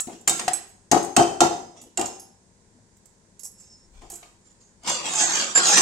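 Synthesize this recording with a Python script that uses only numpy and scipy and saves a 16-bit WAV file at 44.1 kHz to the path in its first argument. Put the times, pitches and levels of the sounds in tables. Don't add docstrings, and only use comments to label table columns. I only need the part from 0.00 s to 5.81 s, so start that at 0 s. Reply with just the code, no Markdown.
import sys
import numpy as np
from scipy import signal
from scipy.fft import rfft, irfft
from scipy.io import wavfile
from scipy.ndimage import uniform_filter1d, map_coordinates

SR = 44100
rng = np.random.default_rng(int(sys.argv[2]) if len(sys.argv) > 2 else 0)


def log_audio(samples):
    frames = np.atleast_2d(samples).T
    limited = np.clip(frames, -1, 1)
    pcm = np.round(limited * 32767).astype(np.int16)
    wavfile.write(sys.argv[1], SR, pcm)


N = 256380
TIME = np.arange(N) / SR
AGE = TIME[:SR]
TOP_HZ = 16300

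# start_s [s], strength_db [dB], click_db [dB], wall_ring_db [dB],
# favoured_hz [Hz], favoured_db [dB], left_minus_right_db [dB]
BLOWS = [(0.072, -43.5, -37, -65.5, 236, -33, -1), (0.915, -18, -10, -25.5, 360, -25, 3.5),
         (1.165, -14, -4.5, -32, 3093, -29.5, 0), (1.4058, -16.5, -7, -25, 1364, -19, -2),
         (1.974, -29.5, -11.5, -43.5, 2767, -37, -1), (1.995, -34.5, -22, -62, 347, -30, 4),
         (2.013, -33, -18, -48.5, 809, -31, 1.5), (2.057, -51, -22, -43, 5280, -48, -1),
         (4.019, -51.5, -54, -73, 1036, -50.5, 1)]
# start_s [s], strength_db [dB], click_db [dB], wall_ring_db [dB],
# favoured_hz [Hz], favoured_db [dB]
GLANCES = [(0.2759, -17, -10, -29, 8700, -43), (0.295, -41, -30, -25.5, 6580, -37),
           (0.395, -27, -20.5, -50, 368, -41), (0.48, -21.5, -14.5, -57, 733, -20),
           (0.534, -37, -28.5, -50.5, 2620, -60), (4.105, -56, -66, -68, 770, -48.5),
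           (4.229, -45, -63, -62, 2780, -76), (4.835, -54.5, -44, -62, 690, -57),
           (4.875, -29.5, -27.5, -45, 6040, -36), (4.894, -31, -18, -48, 7170, -34),
           (5.055, -33.5, -47, -52, 2280, -44), (5.136, -32.5, -21, -40, 865, -44),
           (5.212, -37, -34, -35, 6370, -31), (5.41, -43, -44, -57, 4730, -40),
           (5.556, -27.5, -38, -40, 1610, -18.5), (5.575, -20, -30, -47, 483, -27.5),
           (5.67, -28, -31, -21, 5200, -31), (5.771, -17, -19, -23, 7030, -37)]
# start_s [s], length_s [s], rasp_db [dB], swell_db over the stroke [dB],
# edge_hiss_db relative to the rasp [dB]
STROKES = [(0.086, 0.042, -58.5, 7, -6), (0.395, 0.02, -36, -11, -14), (0.443, 0.015, -59, -15, -18),
           (1.764, 0.011, -58, 4.5, 2.5), (3.589, 0.265, -67, -16, 18.5), (3.938, 0.33, -62, 2.5, -2.5),
           (4.447, 0.062, -67.5, 1, 5), (4.61, 0.025, -66, -2.5, 8), (4.85, 0.021, -39, 8, -20),
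           (4.875, 0.026, -29.5, 2.5, 2.5), (4.963, 0.018, -46, 9, -15), (5.057, 0.025, -30.5, -2.5, 0),
           (5.09, 0.025, -37.5, -6, 6), (5.14, 0.06, -31.5, -3, 10), (5.201, .022, -27, -2.5, 2.5),
           (5.237, 0.041, -30.5, 1.5, -3.5), (5.293, 0.035, -28.5, -4.5, -13), (5.335, 0.021, -30, 1.5, 2),
           (5.401, 0.03, -28, -3.5, -28), (5.472, 0.041, -43.5, 5, -14), (5.56, 0.031, -27, 2, -0.5),
           (5.615, 0.019, -33, 1, 4), (5.649, 0.093, -23.5, 3.5, 2), (5.759, 0.042, -20, 3, -0.5)]
# pitch_hz [Hz], level_db [dB], t60_s, time to fall 60 dB [s]
POT_MODES = [(280.1, -18, 0.35), (344.8, 5.5, 0.36), (461, -11, 0.49), (549, -10, 0.32),
             (709.4, 10.5, 0.31), (823, 4, 0.27), (859, 1.5, 0.21), (927, -5, 0.2), (1010, -4.5, 0.34),
             (1120, -13, 0.1), (1290, -8.5, 0.22)]
# frequency_hz [Hz], density_db [dB per Hz]
BODY_SPECTRUM = [(30, -40), (70, -20), (105, -8.5), (140, -17), (190, -5), (270, -7), (360, 2.5),
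                 (560, -10.5), (780, 2.5), (1000, -10), (1600, -21.5), (4000, -54.5)]
POT_WANDER, WALL_WANDER = 0.015, 0.003


def undb(db):
    return 10 ** (np.asarray(db) / 20)


def unit(x):
    return x / np.sqrt(np.mean(x ** 2))


def gains(points, size):
    hz, db = np.transpose(points)
    bins_hz = np.arange(size // 2 + 1) * SR / size
    return undb(np.interp(np.log(bins_hz + 1), np.log(hz), db))


def colour(x, points):
    return unit(irfft(rfft(x) * gains(points, len(x)), len(x)))


def noise(points, size=SR, patchy_db=0, patch_hz=140):
    hz = np.arange(size // 2 + 1) * SR / size
    patches = np.interp(hz / patch_hz, np.arange(1024), rng.standard_normal(size=1024))
    patchy = irfft(rfft(rng.standard_normal(size)) * undb(patchy_db * patches), size)
    return colour(patchy, points)


def fade(t60):
    return np.exp(-np.log(1000) * AGE / max(t60, 1e-3))


def ring(modes, scatter_db):
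    hz, db, t60 = np.transpose(modes)
    weight = undb(db + scatter_db * rng.standard_normal(len(hz)))
    waves = [w * fade(d) * np.sin(2 * np.pi * (f * AGE + rng.random()))
             for f, w, d in zip(hz, weight, t60)]
    return sum(waves) / np.sqrt(np.sum(weight ** 2) / 2)


def shimmer(points, count=130, scatter_db=5):
    lines = np.zeros((2, SR // 2 + 1), complex)
    hz = (TOP_HZ * (np.arange(count) + rng.random(count)) / count).astype(int)
    turns = rng.random(count) + rng.random((2, count)) / 2
    lines[:, hz] = undb(scatter_db * rng.standard_normal(count)) * np.exp(2j * np.pi * turns)
    return unit(irfft(lines * gains(points, SR), SR))


def buzz(depth):
    return unit(1 + depth * unit(uniform_filter1d(rng.standard_normal(SR), size=130)))


def slosh(x, share, turns_per_s=24):
    turns = rng.standard_normal(size=(2, 64))
    clocks = []
    for row in turns:
        wander = np.interp(AGE * turns_per_s, np.arange(len(row)), row)
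        clocks.append(np.cumsum(1 + share * wander))
    return sum(map_coordinates(x, [clock], order=1) for clock in clocks) / np.sqrt(2)


def diffuse(mid, side, alike_hz=603):
    hz = np.arange(len(mid) // 2 + 1) * SR / len(mid)
    alike = 1 / (1 + (hz / alike_hz) ** 2)
    m = rfft(mid) * np.sqrt((1 + alike) / 2)
    s = rfft(side) * np.sqrt((1 - alike) / 2)
    return irfft(np.array([m + s, m - s]), len(mid))


def add(out, s, sound, pan_db=0):
    start = max(int(s * SR), 0)
    part = sound[..., :max(N - start, 0)]
    out[:, start:start + part.shape[-1]] += undb(np.array([[pan_db], [-pan_db]]) / 2) * part


def kitchen(rush_db=-60):
    # frequency_hz [Hz], density_db [dB per Hz]
    rush_spectrum = [(15, -28.5), (25, -5), (102, -6.5), (123, -8.5), (195, -2), (301, -13), (335, -9.5),
                     (405, -10), (754, -19), (962, -18), (1190, -25), (1700, -20.5), (2910, -30),
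                     (7110, -19.5), (9000, -24.5), (11500, -43.5), (16000, -57)]
    # pitch_hz [Hz], level_db [dB rms]
    hum_tones = [(100, -71.5), (194, -78), (338, -81), (836, -85), (936, -81), (1036, -83), (1671, -89)]
    hum = sum(undb(db) * np.sqrt(2) * np.sin(2 * np.pi * (hz * TIME + rng.random()))
              for hz, db in hum_tones)
    rush = diffuse(noise(rush_spectrum, size=N), noise(rush_spectrum, size=N))
    return undb(rush_db) * rush + hum


def bounces(s, count, gap_s, loss_db):
    return [(s + k * gap_s, k * loss_db) for k in range(int(round(count)))]


def clinks(tick_t60=0.06, buzz_depth=0.47, gap_s=0.018, loss_db=0.5, ring_loss=1.5):
    # start_s [s], tick_db [dB], ring_db [dB], touches [count], left_minus_right_db [dB]
    touches = [(0.002, -22, -40.5, 1, 11), (0.21, -47, -79, 1, -2.5), (0.276, -12, -49, 2, 2),
               (0.376, -32.5, -54, 1, 2), (0.533, -29, -31, 1, -1.5), (0.682, -71, -58, 1, -3.5),
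               (1.027, -32.5, -51, 2, 2), (1.814, -42.5, -48.5, 1, 0), (2.068, -38, -51, 1, 2),
               (2.196, -47, -44.5, 1, -2), (2.967, -54.5, -76.5, 1, -3.5), (3.056, -52, -74, 1, -13.5),
               (3.393, -41.5, -47, 1, -7), (3.432, -39, -43.5, 2, -7.5), (3.444, -45.5, -36.5, 1, 5),
               (3.601, -49.5, -61.5, 1, -10.5), (4.100, -34, -44.5, 4, -0.5)]
    # pitch_hz [Hz], level_db [dB], t60_s [s]
    ladle_modes = [(4850, -12, 0.3), (5510, -4, .45), (6170, -5.5, 0.2), (6470, -3, 0.3), (7240, -12, .4),
                   (7560, -8.5, 0.27), (7955, 5, .3), (8700, -9, 0.2), (10450, -2.5, 0.38),
                   (10640, -10, .15), (11190, -1.5, 0.42), (11500, -3.5, 0.22), (10800, -10, .16),
                   (13030, -8.5, .3)]
    # frequency_hz [Hz], density_db [dB per Hz]
    tick_spectrum = [(100, -32), (500, -10), (3000, -15.5), (5500, -9), (7300, 8.5), (8700, 1.5),
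                     (9600, -11), (10800, -7), (13500, -14), (16000, -21.5)]
    ticks, rings = np.zeros((2, 2, N))
    onset = 1 - np.exp(-AGE / 0.0012)
    grip = fade(0.7)
    for s, tick_db, ring_db, count, pan_db in touches:
        for at, lost in bounces(s, count, gap_s, loss_db):
            tick = noise(tick_spectrum, patchy_db=5.0) * fade(tick_t60) * onset
            add(ticks, at, undb(tick_db - lost) * tick, pan_db)
            tone = buzz(buzz_depth) * ring(ladle_modes, scatter_db=4) * grip * onset
            add(rings, at, undb(ring_db - ring_loss * lost) * tone, pan_db)
    return ticks, rings


def singing(release_t60=0.082, buzz_depth=0.16, twin_db=-5, twin_hz=24):
    # start_s [s], pitch_hz [Hz], level_db [dB], held_s [s], pitch_waver [share of the pitch], glide [octaves
    # per s]
    squeals = [(0.002, 7960, -30, 0.017, 0.0028, 0), (0.533, 7955, -18.5, 0.004, 0.0008, 0.5),
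               (3.446, 5470, -47.5, 0.024, 0.003, 2), (3.5, 5430, -64, 0.355, 0.0244, 0),
               (3.695, 5420, -54, 0.06, 0.0146, -1), (5.075, 5000, -44, 0.014, .004, 1),
               (5.15, 885, -36, 0.089, 0.0024, -1.1), (5.55, 7270, -16, 0.031, 0.0012, 0),
               (5.551, 1700, -28.5, .085, 0.0082, -3.5), (5.556, 5307, -43, 0.074, .0015, -1),
               (5.618, 7268, -25, 0.12, 0.004, -1.5), (5.69, 860, -29, 0.039, 0.0087, -2)]
    out = np.zeros((2, N))
    for s, _, _, _, hz, db, *_ in BLOWS + GLANCES:
        t60 = 0.19 * (hz / 1000) ** 0.78
        beside_hz = hz + twin_hz * rng.uniform(0.42, 1.6)
        twin = undb(twin_db) * np.sin(2 * np.pi * beside_hz * AGE)
        pair = np.sin(2 * np.pi * hz * AGE) + twin
        add(out, s, undb(db) * pair * fade(t60) * buzz(buzz_depth))
    for s, hz, db, held_s, waver, glide in squeals:
        wobble = unit(uniform_filter1d(rng.standard_normal(SR), size=120))
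        pitch = hz * 2 ** (glide * np.minimum(AGE, held_s)) * (1 + waver * wobble)
        release = np.exp(-np.log(1000) * np.maximum(AGE - held_s, 0) / release_t60)
        swell = (1 - np.exp(-10 * AGE / held_s)) * release
        tone = np.sqrt(2) * np.sin(2 * np.pi * np.cumsum(pitch) / SR)
        add(out, s, undb(db) * swell * tone * buzz(buzz_depth))
    return out


def contacts_on_pot(blow_clang_db=-2, glance_body_db=-16.5, glance_pan_db=1):
    for s, db, click_db, ring_db, _, _, pan_db in BLOWS:
        yield s, click_db, db + blow_clang_db, ring_db, db, pan_db
    for s, db, click_db, ring_db, _, _ in GLANCES:
        yield s, click_db, db, ring_db, db + glance_body_db, glance_pan_db


def knocks(click_t60=0.025, clang_t60=0.066, wall_db=-2, shimmer_db=-1, shimmer_t60=0.19,
           swell_s=0.0054, rock_s=0.053, patchy_db=6, chatter=0.76, chatter_hz=62,
           snap_t60=0.0051, snap_db=-5, click_gain_db=7.5, pot_ring_db=-1.5):
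    # frequency_hz [Hz], density_db [dB per Hz]
    click_spectrum = [(200, -32), (1500, -16), (3000, -12.5), (5500, -6.5), (7000, 7.5), (8000, 2),
                      (9500, -14.5), (12000, -22), (16000, -34.5)]
    clang_spectrum = [(50, -36.5), (150, -19), (600, -1), (1300, 1.5), (2200, 1.5), (3000, -0.5),
                      (4500, -5), (7000, -12), (9000, -5.5), (11000, -19), (16000, -33)]
    shimmer_spectrum = [(120, -35), (700, -5), (1300, -2.5), (2000, -3), (3000, -5.5), (4500, -1.5),
                        (6500, 6.5), (8000, 3), (9500, -10.5), (12000, -14.5), (16000, -22.5)]
    # pitch_hz [Hz], level_db [dB], t60_s [s]
    wall_modes = [(1365, -8.5, 0.53), (2780, -10.5, .3), (3040, -9.5, 0.13), (3125, -3.5, 0.14),
                  (3700, -5, .2), (4310, -5.5, .2), (5060, -8.5, 0.66), (5850, -7.5, 0.16),
                  (6350, -3, 0.64), (6540, -1, 0.34), (7800, -5.5, 0.24), (8560, -0.5, .12),
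                  (9500, -7, 0.042), (10750, -12, 0.22)]
    out = np.zeros((2, N))
    slower_click = undb(click_gain_db) * fade(click_t60) * (1 - np.exp(-AGE / 0.0063))
    click_shape = undb(snap_db) * fade(snap_t60) + slower_click
    for s, click_db, clang_db, ring_db, body_db, pan_db in contacts_on_pot():
        click = noise(click_spectrum, patchy_db=patchy_db) * click_shape
        clang = diffuse(noise(clang_spectrum, patchy_db=patchy_db),
                        noise(clang_spectrum, patchy_db=patchy_db)) * fade(clang_t60)
        wall = undb(wall_db) * slosh(ring(wall_modes, scatter_db=5), WALL_WANDER)
        wall = wall + undb(shimmer_db) * shimmer(shimmer_spectrum) * fade(shimmer_t60)
        rebounds = 1 + chatter * np.cos(2 * np.pi * chatter_hz * rng.uniform(0.9, 1.1) * AGE)
        rocking = rebounds * np.exp(-(AGE / rock_s) ** 4) * undb(-1.5)
        judder = diffuse(noise(BODY_SPECTRUM), noise(BODY_SPECTRUM)) * rocking
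        pot_ring = slosh(ring(POT_MODES, scatter_db=3.0), POT_WANDER) * buzz(0.25)
        body = (judder + undb(pot_ring_db) * pot_ring) * (1 - np.exp(-AGE / swell_s))
        hit = undb(click_db) * click + undb(clang_db) * clang
        add(out, s, hit + undb(ring_db) * wall + undb(body_db) * body, pan_db)
    return out


def pressure_db(age, length_s, swell_db, bite_db_per_s=759.5, lift_db_per_s=142):
    press = swell_db * np.clip(age / length_s, 0, 1)
    bite = bite_db_per_s * np.minimum(age, 0)
    return press + bite - lift_db_per_s * np.maximum(age - length_s, 0)


def rattle(touch_t60=0.054, uneven_db=-1.0, rattle_rate=110, rattle_s=0.065, rattle_db=-9,
           catch_rate=50):
    # frequency_hz [Hz], density_db [dB per Hz]
    touch_spectrum = [(90, -40), (170, -12.5), (400, -8), (1300, 1), (2000, -0.5), (3000, -2.5),
                      (5000, -1.5), (7000, 0), (9000, -11), (16000, -30.5)]
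    out = np.zeros((2, N))
    for s, db, *_, pan_db in BLOWS:
        for delay in np.arange(1 / rattle_rate, rattle_s, 1 / rattle_rate):
            size = undb(db + rattle_db + uneven_db * rng.uniform(-1.8, 1))
            size = size * (1 - delay / rattle_s / 2)
            at = s + delay + rng.uniform(-0.5, 0.5) / rattle_rate
            add(out, at, size * shimmer(touch_spectrum, count=60) * fade(touch_t60), pan_db)
    for s, length_s, db, swell_db, _ in STROKES:
        for delay in np.arange(0, length_s, 1 / catch_rate):
            size = undb(db + pressure_db(delay, length_s, swell_db) + uneven_db * rng.uniform(-1, 1))
            at = s + delay + rng.random() / catch_rate
            add(out, at, size * shimmer(touch_spectrum, count=45) * fade(touch_t60))
    return out


def slops(spread=0.87, cycles=8, rise=0.043):
    # start_s [s], pitch_hz, spread at random [Hz], level_db [dB],
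    # length_s [s], gulp_rate [gulps per s]
    slop_events = [(0.084, 422, -32.5, 0.066, 200), (0.328, 397, -29.5, 0.17, 140),
                   (1.599, 400, -39, 0.29, 110), (2.746, 261, -45, 0.056, 80)]
    out = np.zeros((2, N))
    for s, hz, db, length_s, rate in slop_events:
        for delay in np.arange(0, length_s, 1 / rate):
            pitch = hz * np.exp(spread * rng.uniform(-0.97, 1))
            decay = fade(cycles / pitch)
            rising_pitch = pitch * (1 + rise * (1 - decay))
            gulp = np.sin(2 * np.pi * np.cumsum(rising_pitch) / SR) * decay
            at = s + delay + rng.random() / rate / 2
            add(out, at, undb(db) * gulp * (1 - np.exp(-AGE * pitch)))
    return out


def slide(x):
    depth_db, patch_hz, change_rate, broad_hz = 11, 150, 16, 600
    hz, s, frames = signal.stft(x, SR, nperseg=768)
    places = np.meshgrid(hz / patch_hz, s * change_rate, indexing="ij")
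    coupling = map_coordinates(rng.standard_normal(size=(256, 128)), places, order=1)
    depth = depth_db * (hz / (hz + broad_hz))[:, None]
    swelling = frames * undb(depth * np.minimum(coupling, 1) - depth / 3)
    return unit(signal.istft(swelling, SR)[1][..., :N])


def scrape(slip_rate=500, slip_db=-1.5, slip_t60=0.03, rasp_db=-1, hiss_db=-3,
           rung_t60=0.075, rung_db=-2, plain_db=-5):
    # frequency_hz [Hz], density_db [dB per Hz]
    rasp_spectrum = [(40, -45.5), (100, -46), (160, 2.5), (250, -1), (500, 2), (850, 3.5), (1400, 1),
                     (2800, 1.5), (4500, 0.5), (6500, -1.5), (9000, -19.5), (12000, -30), (16000, -43)]
    hiss_spectrum = [(1000, -60.5), (4300, -20.5), (5000, 1.5), (5500, -2), (6200, 9.5), (7100, 15),
                     (8000, 9), (9200, -6.5), (10000, -20), (15000, -32.5)]
    out = np.zeros((2, N))
    slip_sizes = undb(slip_db * np.minimum(rng.exponential(size=N), 3))
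    slips = (rng.random(N) < slip_rate / SR) * slip_sizes
    jerks = np.sqrt(np.abs(signal.fftconvolve(slips ** 2, fade(slip_t60) ** 2)[:N]))
    near, far = slide(jerks * rng.standard_normal((2, N)))
    rasp = undb(rasp_db) * diffuse(colour(near, rasp_spectrum), colour(far, rasp_spectrum))
    hiss = undb(hiss_db) * colour(near, hiss_spectrum)
    for s, length_s, db, swell_db, edge_db in STROKES:
        span = np.abs(TIME - s - length_s) < 0.5
        pressure = undb(db + pressure_db(TIME[span] - s, length_s, swell_db))
        rub = pressure * (rasp[:, span] + undb(edge_db) * hiss[span])
        crowd = shimmer([(1, 0), (TOP_HZ, 0)], count=200, scatter_db=2)
        modes = unit(crowd * fade(rung_t60))
        rung = unit(signal.fftconvolve(rub, modes, axes=1)[:, :span.sum()]) * np.std(rub)
        out[:, span] += undb(plain_db) * rub + undb(rung_db) * rung
    return out


def thumps(thud_t60=0.11, attack_s=0.003, pan_db=2, ring_db=-11):
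    # start_s [s], level_db [dB]
    landings = [(0.924, -17), (0.96, -16), (1.2, -14.5), (1.29, -30), (1.447, -21.5), (1.505, -24.5),
                (2.005, -27), (4.045, -51), (4.125, -46)]
    out = np.zeros((2, N))
    for s, db in landings:
        thud = diffuse(noise(BODY_SPECTRUM), noise(BODY_SPECTRUM)) * fade(thud_t60)
        pot_ring = slosh(ring(POT_MODES, scatter_db=3.0), POT_WANDER)
        landing = thud + undb(ring_db) * pot_ring
        add(out, s, undb(db) * landing * (1 - np.exp(-AGE / attack_s)), pan_db)
    return out


def handling(middle_s=4, half_length_s=0.11, level_db=-51):
    spectrum = [(12, -20), (30, 0), (55, -5), (120, -22), (400, -60)]  # (Hz, dB per Hz)
    swell = np.exp(-((TIME - middle_s) / half_length_s) ** 2)
    return undb(level_db) * noise(spectrum, size=N) * swell


def room(dry, first_s=0.00043, treble_db=-2, top_db=-5, bright_t60=0.51, boom_db=-15, boom_t60=0.26,
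         level_db=-6):
    walls = [(100, 0.0073), (4000, 0.0074), (8000, treble_db), (14000, top_db)]  # (Hz, dB per Hz)
    boom = [(400, -7.0), (1500, 0.0), (5000, -30.0)]
    bright = diffuse(noise(walls), noise(walls)) * fade(bright_t60)
    dull = diffuse(noise(boom), noise(boom)) * fade(boom_t60) * undb(boom_db)
    onset = 1 - np.exp(-(AGE / first_s) ** 2)
    response = unit((bright + dull) * onset) / np.sqrt(SR)
    return undb(level_db) * signal.fftconvolve(dry, response, axes=1)[:, :N]


def scene(singing_room_db=-10, scrape_room_db=-4):
    background = kitchen()
    ticks, rings = clinks()
    tones = singing() + rings
    contacts = knocks() + thumps() + rattle() + ticks + slops()
    scraping = scrape()
    echo = room(contacts + undb(scrape_room_db) * scraping + undb(singing_room_db) * tones)
    return undb(1.0) * (contacts + scraping + tones) + echo + background + handling()


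def record(dry):
    # frequency_hz [Hz], left_minus_right_db [dB]
    port_levels = [(60, 6), (400, 4.5), (1300, 3.5), (2400, 0), (4400, 1), (8000, -7.5), (15000, 1.5)]
    # frequency_hz [Hz], lead [radians]
    port_lead = [(800, 0), (1550, 2.5), (2500, 6.5), (3200, 6.5), (3750, 11), (4500, 13)]
    lead = np.interp(np.arange(N // 2 + 1) * SR / N, *np.transpose(port_lead))
    tilt = np.sqrt(gains(port_levels, N)) * np.exp(0.5j * lead)
    heard = np.clip(irfft(rfft(dry) * np.array([tilt, 1 / tilt]), N), -1, 1)
    top_cut = signal.ellip(8, 0.2, 80, TOP_HZ, fs=SR, output="sos")
    return signal.sosfilt(top_cut, heard)


dry = scene()
out = record(dry)
log_audio(out)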